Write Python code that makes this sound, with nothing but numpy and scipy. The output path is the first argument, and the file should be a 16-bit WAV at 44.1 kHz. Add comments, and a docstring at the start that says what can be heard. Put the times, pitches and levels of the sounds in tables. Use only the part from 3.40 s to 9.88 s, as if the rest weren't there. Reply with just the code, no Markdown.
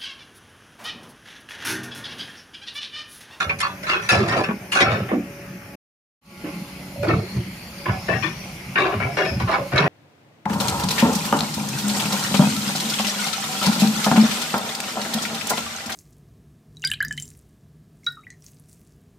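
"""Outdoors: a diesel excavator digs, heard from two positions with a silent cut and a fade-in between them.
Engine roar, exhaust orders, pump whine and fan air come from shaped noise and shaft-locked cosines.
Clanks of pins and bucket teeth are rattling noise forces ringing steel modes; the hollow boom arm
answers with low resonances, pins tick brightly. In the second position a valve hisses in a moving noise band."""
import sys
import numpy as np
from scipy import signal
from scipy.fft import rfft, irfft
from scipy.io import wavfile
from scipy.ndimage import uniform_filter1d

SR = 44100
rng = np.random.default_rng(int(sys.argv[2]) if len(sys.argv) > 2 else 0)


def output_pcm(signal):
    """Save a mono or channel-first signal as 16-bit PCM at the path in sys.argv[1].

    Samples are clipped to [-1, 1] before scaling.
    """
    pcm = np.clip(np.atleast_2d(signal).T, -1, 1) * 32767
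    wavfile.write(sys.argv[1], SR, np.round(pcm).astype(np.int16))


N = 285768
T_S = np.arange(N) / SR
CUT_S, RETURN_S, FULL_S = 2.356, 2.812, 3.07  # silent from, fade-in from, fade-in to
FIRST = T_S < CUT_S  # first position

# engine roar spectrum, by position: f/Hz, relative level/dB
ROAR = [
    [(18, -59), (30, -30), (49, -10), (187, 2), (284, -15), (324, -10), (359, -2.5), (518, -20),
     (561, -7.5), (852, -15.5), (921, -18), (2420, -11.5), (3680, -30.5), (5500, -21.5), (7500, -30.5),
     (12900, -29.5), (15500, -34)],
    [(18, -60.5), (30, -49), (51, -1.5), (144, -12.5), (187, 5), (315, -33), (350, -5), (410, -20.5),
     (561, -15.5), (1770, -21), (2180, -12), (3680, -25.5), (4660, -21.5), (7860, -29.5), (15500, -37.5)],
]
# engine roar, by position: t/s, level/dB
ROAR_LEVEL = [
    [(0, -39), (.8, -37), (1.25, -37.5), (1.6, -35.5), (1.9, -39), (2.36, -40)],
    [(2.8, -38), (3.6, -39), (3.75, -36), (4.25, -38), (4.7, -34), (5.3, -37.5), (6.0, -35), (6.48, -38)],
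]
# left-right/dB of the roar, by position
ROAR_PAN_DB = [1, 0]
# fan air spectrum: f/Hz, relative level/dB
FAN = [(5000, -45), (8500, 0.5), (10000, 7.0), (11500, 4), (13000, 6.5), (16000, -24.5)]
# level/dB of the fan air, by position
FAN_DB = [-58.5, -52.5]
SHAFT_HZ = 31.38  # mean turns a second
# exhaust orders, two firings a turn: multiple of shaft/1, level before wavering/dB rms
FIRING = [(2, -60.5), (4, -58), (6, -47.5), (8, -74.5)]
# whine of nine pump pistons: multiple of shaft/1, level before load and wavering/dB rms
PUMP = [(9, -52.5), (18, -51.5), (27, -58), (36, -64.5), (45, -64.5)]
# pump load, by position: t/s, gain/dB
PUMP_LOAD = [
    [(0, -5.5), (2.36, 2.5)],
    [(2.8, 0.5), (5.2, -7.5), (6.48, 5)],
]
# blows on pins and teeth: t/s, level/dB, loudest ring f/Hz, gain at 700 Hz/dB, gain at 6 kHz/dB,
# rattle/s, force t60/s
CLANKS = [(.0014, -21.5, 1360, -10.5, 0.5, 0.014, 0.21), (0.0949, -22, 2270, -7, -8.5, 0.014, 0.15),
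          (0.189, -37.5, 2500, -17, 9.5, 0.022, 0.1), (0.2052, -24, 3240, -17, 8.5, 0.014, 0.038),
          (0.2257, -25, 1160, -20, -1, 0.04, 0.043), (0.2688, -36.5, 1010, -7, 2, 0.026, 0.3),
          (.43, -38.5, 1870, -4, 5.5, 0.034, 0.67), (.4687, -27, 1350, -25, -2, 0.027, 0.41),
          (0.4962, -21, 2790, -10, -2, 0.031, 0.11), (0.5287, -25.5, 1426, -17, -3.5, 0.037, 0.35),
          (0.616, -41, 1880, -24, 7.5, 0.095, 1), (.691, -16.5, 2614, -9.5, 5, 0.015, 0.36),
          (0.7192, -27, 1182, 5, 4.5, 0.045, 0.99), (0.8808, -23.5, 1830, -4, 0.5, 0.02, 0.23),
          (0.9171, -26, 1300, 4.5, -1, 0.057, .11), (.9672, -27.5, 1010, 7.5, 3, 0.041, .17),
          (1.0377, -28.5, 2620, -25, 0, 0.035, 0.035), (1.086, -27.5, 1120, -6, -43, 0.028, 0.055),
          (1.319, -25, 2870, -12.5, 8, 0.027, 0.37), (1.35, -20.5, 1440, -6.5, 3, 0.042, .38),
          (1.4056, -16.5, 2086, 1, 2.5, 0.023, 0.1), (1.4482, -26, 1330, 0.5, -8, 0.059, 0.47),
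          (1.5183, -28, 1760, 2.5, 0, 0.0059, 0.37), (1.6895, -31.5, 1840, 0.5, -41, 0.014, 0.27),
          (1.711, -34.5, 1054, 13, -46, 0.03, 0.089), (3.045, -40, 1110, 3.5, -29, 0.0062, 0.5),
          (3.6311, -34, 1470, 11, 4.5, .022, .09), (3.67, -34.5, 1280, -3, -2, 0.019, 0.2),
          (3.687, -26, 1286, 7.5, -6, .021, .33), (3.959, -41.5, 1790, -3, 5, .017, 0.11),
          (4.4567, -26.5, 1103, 0.5, -44, 0.033, 0.27), (4.684, -26.5, 1790, 6, -11, 0.03, 0.12),
          (4.7285, -31, 1870, 4, -16.5, 0.022, 0.27), (4.825, -29.5, 963, -13, -5.5, 0.022, 0.4),
          (5.3574, -19, 1650, -6, -20, 0.024, 0.17), (5.384, -24.5, 1127, 3, -3, 0.034, 0.48),
          (5.4387, -29, 1160, 2.5, -10, 0.052, 0.39), (5.5263, -31.5, 1140, 3.5, -28, 0.015, 0.27),
          (5.601, -27, 2250, 2.5, -33, 0.022, 0.45), (5.7698, -22.5, 1727, 4.5, -4, 0.036, 0.28),
          (5.849, -31, 2510, 3, -1, .021, 0.43), (6.0011, -28, 1150, -0.5, -2, 0.0067, 0.27),
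          (6.0744, -28, 1074, 0, -4, 0.06, 0.38), (6.113, -25, 1340, -5, -5, 0.035, 0.26),
          (6.1894, -46, 970, -7, -10.5, .016, 0.18), (6.32, -28.5, 1395, 2, -7, 0.041, 0.76),
          (6.3596, -21, 1500, -14, -2, 0.027, 0.2), (6.379, -17.5, 1050, -4.5, -6, 0.016, 0.35),
          (6.4176, -30, 1934, 6.5, -9, .07, 0.53)]
# steel of bucket and links: nominal f/Hz, nominal gain over dense ring/dB, ring/s (bandwidth 1.52/ring)
STEEL = [(392.6, 9, 0.17), (565, 8, .22), (659, 8.5, 0.057), (771.6, 11, .13), (1059, 5.5, 0.058),
         (1168, 6.5, .077), (1337, 9, 0.088), (1479, 10.5, 0.073), (1715, 0.5, 0.033), (1740.6, 11, 0.064),
         (2220, 10.5, 0.051), (2443, 9.5, 0.074), (2750, 12.5, 0.13), (3220, 3.5, .064), (3430, 10, 0.063),
         (3780, 11, 0.098), (4060, 8.5, 0.018), (4560, 10.5, 0.024), (5587, 13.5, 0.044)]
# dense ring: f/Hz, relative level/dB
DENSE_RING = [(150, -20.5), (350, 1), (900, -3), (2600, -4), (3300, -12), (6000, -16.5), (10000, -18.5),
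              (15000, -52)]
# where the bucket stands, by position: t/s, treble left-right/dB
BUCKET = [
    [(0, -2), (.7, -.5), (1.0, 1.5), (1.7, 0)],
    [(3.0, -8), (3.7, -1), (4.5, -2), (4.8, 14.5), (5.4, 4.5), (5.85, 5), (6.1, -1), (6.48, 3.5)],
]
# lag/s of blows at the left, by position
LEFT_LAG_S = [0.00016, .00003]
# shudders of hollow arm (low) and bucket plates (higher): t/s, level/dB, f/Hz, shudder/s
BOOMS = [(.049, -43, 570, 0.055), (0.057, -41, 87, 0.067), (0.136, -42, 88, 0.018),
         (0.546, -31.5, 396, 0.023), (.716, -24.5, 568, 0.013), (.723, -26.5, 117, 0.11),
         (0.789, -26, 378, .05), (.8, -34.5, 127, 0.13), (.917, -33, 116, 0.086), (.959, -30, 690, 0.017),
         (1.039, -46, 535, .046), (1.078, -25.5, 209, 0.038), (1.196, -47, 86, 0.029),
         (1.356, -31, 784, .035), (1.408, -33, 113, 0.21), (1.439, -37, 670, 0.037),
         (1.524, -24.5, 125, 0.026), (1.549, -37.5, 402, 0.046), (1.727, -26, 300, 0.037),
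         (1.72, -26, 219, 0.055), (1.735, -35.5, 700, 0.012), (3.04, -35, 303, 0.019),
         (3.132, -39, 192, 0.087), (3.559, -38.5, 583, 0.11), (3.575, -36, 109, 0.13),
         (3.628, -29, 589, 0.031), (3.669, -20.5, 318, 0.017), (3.679, -25.5, 137, .05),
         (3.718, -35.5, 436, 0.093), (3.73, -18.5, 112, 0.032), (3.799, -53, 117, 0.07),
         (3.799, -40.5, 370, 0.05), (3.921, -36, 123, 0.026), (3.95, -21, 106, 0.023),
         (3.965, -35, 354, 0.014), (4.048, -37.5, 190, 0.03), (4.483, -26, 110.5, 0.058),
         (4.499, -36, 747, 0.059), (4.686, -21.5, 630, 0.011), (4.695, -28, 109, 0.058),
         (4.759, -33, 122, 0.048), (4.836, -32.5, 334, 0.018), (4.855, -30, 140, 0.012),
         (5.255, -44, 128, 0.19), (5.388, -29, 376, 0.054), (5.548, -30.5, 109, 0.11),
         (5.631, -35.5, 135, 0.052), (5.64, -31, 704, 0.042), (5.785, -32, 365, 0.052),
         (5.899, -34.5, 562, 0.02), (5.905, -29.5, 108.3, 0.085), (6.0, -27, 107, 0.052),
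         (6.117, -30, 795, 0.05), (6.184, -27, 558, 0.026), (6.188, -29.5, 125, 0.015),
         (6.327, -26.5, 122, 0.038), (6.351, -22, 565, 0.016), (6.399, -26, 157, 0.055),
         (6.436, -31, 401, .03)]
# bright ticks of a pin against its bush: t/s, level/dB, f/Hz
TICKS = [(0.2076, -34, 3100), (1.3197, -22.5, 2850), (1.4073, -24.5, 3700), (1.517, -36.5, 3706),
         (3.6805, -32, 4570), (6.3765, -17, 3900)]
# overtone of a shudder, weaker with pitch: pitch f/Hz, level/dB
OVERTONE = [(130, -9), (600, -20)]
# oil hissing through a valve: t/s, centre f/Hz, level/dB
VALVE = [(3.5, 4250, -58), (3.85, 4300, -43.5), (4.1, 4400, -54), (4.4, 4670, -47.5), (4.65, 5350, -45.5),
         (5.05, 5790, -44.5), (5.35, 5500, -77), (5.7, 5220, -51), (5.9, 5210, -36.5), (6.05, 5000, -49),
         (6.3, 5000, -79)]
# left-right likeness, clipped to 0..1: f/Hz, likeness/1
LIKENESS = [(60, 1), (200, 1), (400, 0.9), (800, 0.76), (1500, 0.19), (3000, 0.2), (9000, 0.3),
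            (13000, 0.18)]
# microphone pair: f/Hz, left-right/dB
TILT = [(350, -0.5), (1000, -2.5), (2400, 2), (5000, 2), (9000, -1), (15000, -5.5)]
# narrow treble dip: centre f/Hz, half-width at 1/e of the dB depth/Hz, gain/dB
DIP = (7990, 300, -16)

CLANK_LEAD_S, CLANK_RISE_S, SWELL_SHARE = 0.004, 0.001, 0.13  # longer rattles swell in more softly
DETUNE = 0.03  # rms fraction by which each blow shifts each steel mode
BOOM_LEAD_S = 0.006166  # the shudder starts before its resonance is heard
BOOM_RISE_S, BOOM_T60_S, BOOM_RING_S = 0.0045, 0.21, 0.027
TICK_RISE_S, TICK_HOLD_S, TICK_T60_S, TICK_RING_S = 0.0018, 0.0034, 0.062, 0.0044
DUCK_FROM_DB, DUCK_DB_PER_DB, DUCK_RECOVERY_DB_PER_S, DUCK_ABOVE_HZ = -31.5, 0.18, 90, 5740
EDGE_HZ = 15600


def amp(db):
    """Decibels to gain."""
    return 10 ** (np.asarray(db) / 20)


def evened(x):
    """Scales to rms 1."""
    return x / np.sqrt(np.mean(abs(x) ** 2) + 1e-20)


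def read(points, hz):
    """Reads a table on a log-frequency axis."""
    f, value = np.transpose(points)
    return np.interp(np.log(hz + 1), np.log(f + 1), value)


def along(tables, column):
    """Reads one column of time curves at every sample."""
    rows = np.vstack(tables)
    return np.interp(T_S, rows[:, 0], rows[:, column])


def add(mix, t_s, sound):
    """Mixes a stereo sound in at time t_s."""
    part = mix[:, round(t_s * SR):][:, :sound.shape[1]]
    part += sound[:, :part.shape[1]]


def pair(a, b, hz):
    """Two spectra become left and right, alike in the bass, unlike in the treble."""
    same = np.clip(read(LIKENESS, hz), 0, 1)
    return np.array([a, same * a + np.sqrt(1 - same ** 2) * b])


def drift(max_hz):
    """Random wander of rms 1: sixteen sines up to max_hz, slower ones stronger."""
    t = np.arange(0, N + 256, 256) / SR
    rates_hz = max_hz * np.geomspace(0.05, 1, 16)
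    slow = sum(np.sin(2 * np.pi * (f * t + rng.random())) / np.sqrt(f) for f in rates_hz)
    return np.interp(T_S, t, evened(slow))


def hiss(points):
    """Stereo noise of one spectrum with drifting patches, rms 1."""
    frames, hz = N // 256 + 5, np.fft.rfftfreq(1024, 1 / SR)
    a, b, c, d, patches = rng.standard_normal((frames, 513, 5)).T
    patches = uniform_filter1d(patches, size=10, axis=0)
    patches = evened(uniform_filter1d(patches, size=12, axis=1))
    z = pair(a + 1j * b, c + 1j * d, hz[:, None])
    z = z * amp(read(points, hz)[:, None] + 2.0 * patches)
    return evened(signal.istft(z, nperseg=1024, noverlap=768)[1][:, :N])


def roar(turns):
    """Combustion noise throbbing with two firings a turn."""
    noise = np.where(FIRST, hiss(ROAR[0]), hiss(ROAR[1]))
    throb = 1 + 0.034 * np.cos(4 * np.pi * turns)
    pan_db = np.outer([0.5, -0.5], np.where(FIRST, *ROAR_PAN_DB))
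    return noise * throb * amp(along(ROAR_LEVEL, 1) + pan_db)


def fan():
    """Airy treble noise of the fan, one level per position."""
    return hiss(FAN) * amp(np.where(FIRST, *FAN_DB))


def orders(table, turns, waver_db, waver_hz):
    """Cosines locked to multiples of the shaft, each wavering in level."""
    tones = 0
    for multiple, db in table:
        wave = np.cos(2 * np.pi * (multiple * turns + rng.random()))
        tones = tones + np.sqrt(2) * amp(db + waver_db * drift(waver_hz)) * wave
    return tones


def exhaust(turns):
    """Firing pulses as quickly wavering shaft orders."""
    return orders(FIRING, turns, waver_db=4.8, waver_hz=31)


def pump(turns):
    """Piston whine as shaft orders, its level set by the load."""
    return orders(PUMP, turns, waver_db=4.1, waver_hz=8) * amp(along(PUMP_LOAD, 1))


def engine():
    """One slightly uneven shaft drives roar, exhaust and pump; fan air lies over them."""
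    turns = np.cumsum(SHAFT_HZ * (1 + 0.0041 * drift(2.2))) / SR
    return roar(turns) + fan() + exhaust(turns) + pump(turns)


def force(rise_s, hold_s, t60_s, lumpy_db, patchy_db, fine_db, size=16384):
    """Spectra of two rattling forces: uneven knocks that swell, hold and die, the treble first."""
    t = np.arange(size) / SR
    decay_s = max(t60_s, 0.02)
    fine = evened(uniform_filter1d(rng.standard_normal(size // 2 + 1), size=12))  # countless thin overtones
    grain = irfft(rfft(rng.standard_normal((2, size))) * amp(fine_db * fine))
    hz, at, z = signal.stft(grain, SR, nperseg=512, noverlap=256)
    rings = evened(uniform_filter1d(rng.standard_normal(z.shape[1:]), size=4, axis=1))  # narrow, lasting
    knocks = evened(uniform_filter1d(rng.standard_normal(z.shape[1:]), size=5, axis=0))  # wide, brief
    patches_db = patchy_db * (rings + knocks) / np.sqrt(2)
    loss_db_per_s = 20.0 * hz / (hz + 3000) / decay_s + 69.0 * (hz / 9000) ** 2
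    z = z * amp(patches_db - np.outer(loss_db_per_s, at))
    noise = signal.istft(z, SR, nperseg=512, noverlap=256)[1]
    swell = np.clip(t / max(rise_s, 1e-3), 0, 1)
    shape = swell * amp(-60 * np.maximum(t - rise_s - max(hold_s, 0), 0) / decay_s)
    lumps = amp(lumpy_db * evened(uniform_filter1d(rng.standard_normal(size), size=90)))
    rattle = noise[:, :size] * shape * lumps
    return rfft(evened(rattle) * np.sqrt(np.mean(shape ** 2)))


def mode(hz, centre_hz, ring_s):
    """One resonance, gain 1 at its centre, half-power bandwidth 1.52 / ring_s."""
    return 1 / (1 + 2j * (hz - centre_hz) * ring_s / 1.52)


def clank(t_s, db, ring_hz, body_db, treble_db, hold_s, t60_s):
    """A rattling blow rings the steel; where it lands sets how much each mode takes."""
    rise_s = CLANK_RISE_S + SWELL_SHARE * hold_s
    z = force(rise_s, hold_s, t60_s, lumpy_db=2.5, patchy_db=3.5, fine_db=3.5)
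    hz = np.fft.rfftfreq(2 * len(z[0]) - 2, 1 / SR)
    takes_db, shifts = rng.standard_normal((2, len(STEEL))) * [[3.5], [DETUNE]]
    ring = 1
    for (f, gain_db, ring_s), take_db, shift in zip(STEEL, takes_db, shifts):
        ring = ring + amp(gain_db + take_db) * mode(hz, f * (1 + shift), ring_s)
    ring = ring + amp(8) * mode(hz, ring_hz, 0.0091) + amp(10) * mode(hz, ring_hz, 0.061)
    blow = [(700, body_db), (1000, 0), (3000, 0), (6000, treble_db), (11000, 1.88 * treble_db)]
    ring = ring * amp(read(DENSE_RING, hz) + read(blow, hz))
    middle = (hz > 900) & (hz < 3500)
    ring = ring / np.sqrt(np.sum(abs(ring[middle]) ** 2) / len(hz))
    late = np.exp(-2j * np.pi * 3.955 * np.log1p(hz / 500))  # bending waves: the low part lags
    left, right = pair(*z, hz) * ring * late
    left = left * np.exp(-2j * np.pi * hz * LEFT_LAG_S[int(t_s > CUT_S)])
    pan_db = np.interp(t_s, *np.vstack(BUCKET).T)
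    side = amp(pan_db / 2 * np.clip(hz / 1500, 0, 1))  # direction fades toward the bass
    return amp(db) * irfft([left * side, right / side])


def shudder(db, pitch_hz, rise_s, hold_s, t60_s, ring_s):
    """A rattling force excites a steep resonance and a weaker overtone."""
    z = force(rise_s, hold_s, t60_s, lumpy_db=-1.5, patchy_db=2.0, fine_db=0.5)
    hz = np.fft.rfftfreq(2 * len(z[0]) - 2, 1 / SR)
    overtone = amp(read(OVERTONE, pitch_hz)) * mode(hz, 1.6 * pitch_hz, ring_s) ** 2
    cavity = mode(hz, pitch_hz, ring_s) ** 2 + overtone
    cavity = cavity * hz ** 2 / (hz ** 2 + 103.0 ** 2)  # small steel parts radiate little deep bass
    return amp(db) * irfft(pair(*z, hz) * evened(cavity))


def boom(db, pitch_hz, hold_s):
    """The hollow arm or a bucket plate resonates for as long as it is shaken, then dies."""
    return shudder(db, pitch_hz, BOOM_RISE_S, hold_s, BOOM_T60_S, BOOM_RING_S)


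def tick(db, pitch_hz):
    """A pin hits its bush: a short, broad, bright resonance."""
    return shudder(db, pitch_hz, TICK_RISE_S, TICK_HOLD_S, TICK_T60_S, TICK_RING_S)


def valve():
    """Oil hiss: low-passed complex noise shifted to a moving centre, second position only."""
    noise = rng.standard_normal((2, N)) + 1j * rng.standard_normal((2, N))
    band = signal.lfilter(*signal.butter(2, 170, fs=SR), noise)
    flicker_db = 2.5 * drift(40)
    turn = np.exp(2j * np.pi * np.cumsum(along([VALVE], 1)) / SR)
    return evened((band * turn).real) * amp(along([VALVE], 2) + flicker_db) * ~FIRST


def duck(x):
    """Treble gain control: falls quickly under loud sound, recovers steadily."""
    power_db = 10 * np.log10(abs(uniform_filter1d((x ** 2).mean(0), size=600)) + 1e-12)
    fall_db = np.arange(N) * DUCK_RECOVERY_DB_PER_S / SR
    held_db = np.maximum.accumulate(power_db + fall_db) - fall_db
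    over_db = uniform_filter1d(np.maximum(held_db - DUCK_FROM_DB, 0), size=400)
    high = signal.butter(3, DUCK_ABOVE_HZ, "high", fs=SR, output="sos")
    treble = signal.sosfiltfilt(high, x)
    return x - treble * (1 - amp(-DUCK_DB_PER_DB * over_db))


def scene():
    """All sources together."""
    mix = engine() + valve()
    for row in CLANKS:
        add(mix, max(row[0] - CLANK_LEAD_S, 0), clank(*row)[:, :-1024])  # force leads the audible ring
    for t_s, db, hz, hold_s in BOOMS:
        add(mix, t_s - BOOM_LEAD_S, boom(db, hz, hold_s))
    for t_s, db, hz in TICKS:
        add(mix, t_s, tick(db, hz))
    return mix


def record(dry):
    """Treble gain control, bass roll-off, soft limiting, cut and fade-in, microphone balance, band limit."""
    before = np.clip((CUT_S - T_S) / 0.0057, 0, 1)
    after = np.clip((T_S - RETURN_S) / (FULL_S - RETURN_S), 0, 1)
    thinned = signal.sosfilt(signal.butter(2, 45.0, "high", fs=SR, output="sos"), duck(dry))
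    rounded = 0.9 * np.tanh(thinned / 0.9)  # the input stage rounds off the loudest peaks
    hz = np.linspace(0, SR / 2, 1025)
    dip_db = DIP[2] * np.exp(-((hz - DIP[0]) / DIP[1]) ** 2)
    tilt_db = read(TILT, hz) / 2
    colour = [signal.firwin2(1023, hz, amp(dip_db + side * tilt_db), fs=SR) for side in (1, -1)]
    coloured = signal.oaconvolve(rounded * (before + after), colour, "same", axes=1)
    edge = signal.firwin(511, EDGE_HZ, window=("kaiser", 9), fs=SR)
    return signal.oaconvolve(coloured, edge[None], "same")


dry = scene()
out = record(dry)
output_pcm(out)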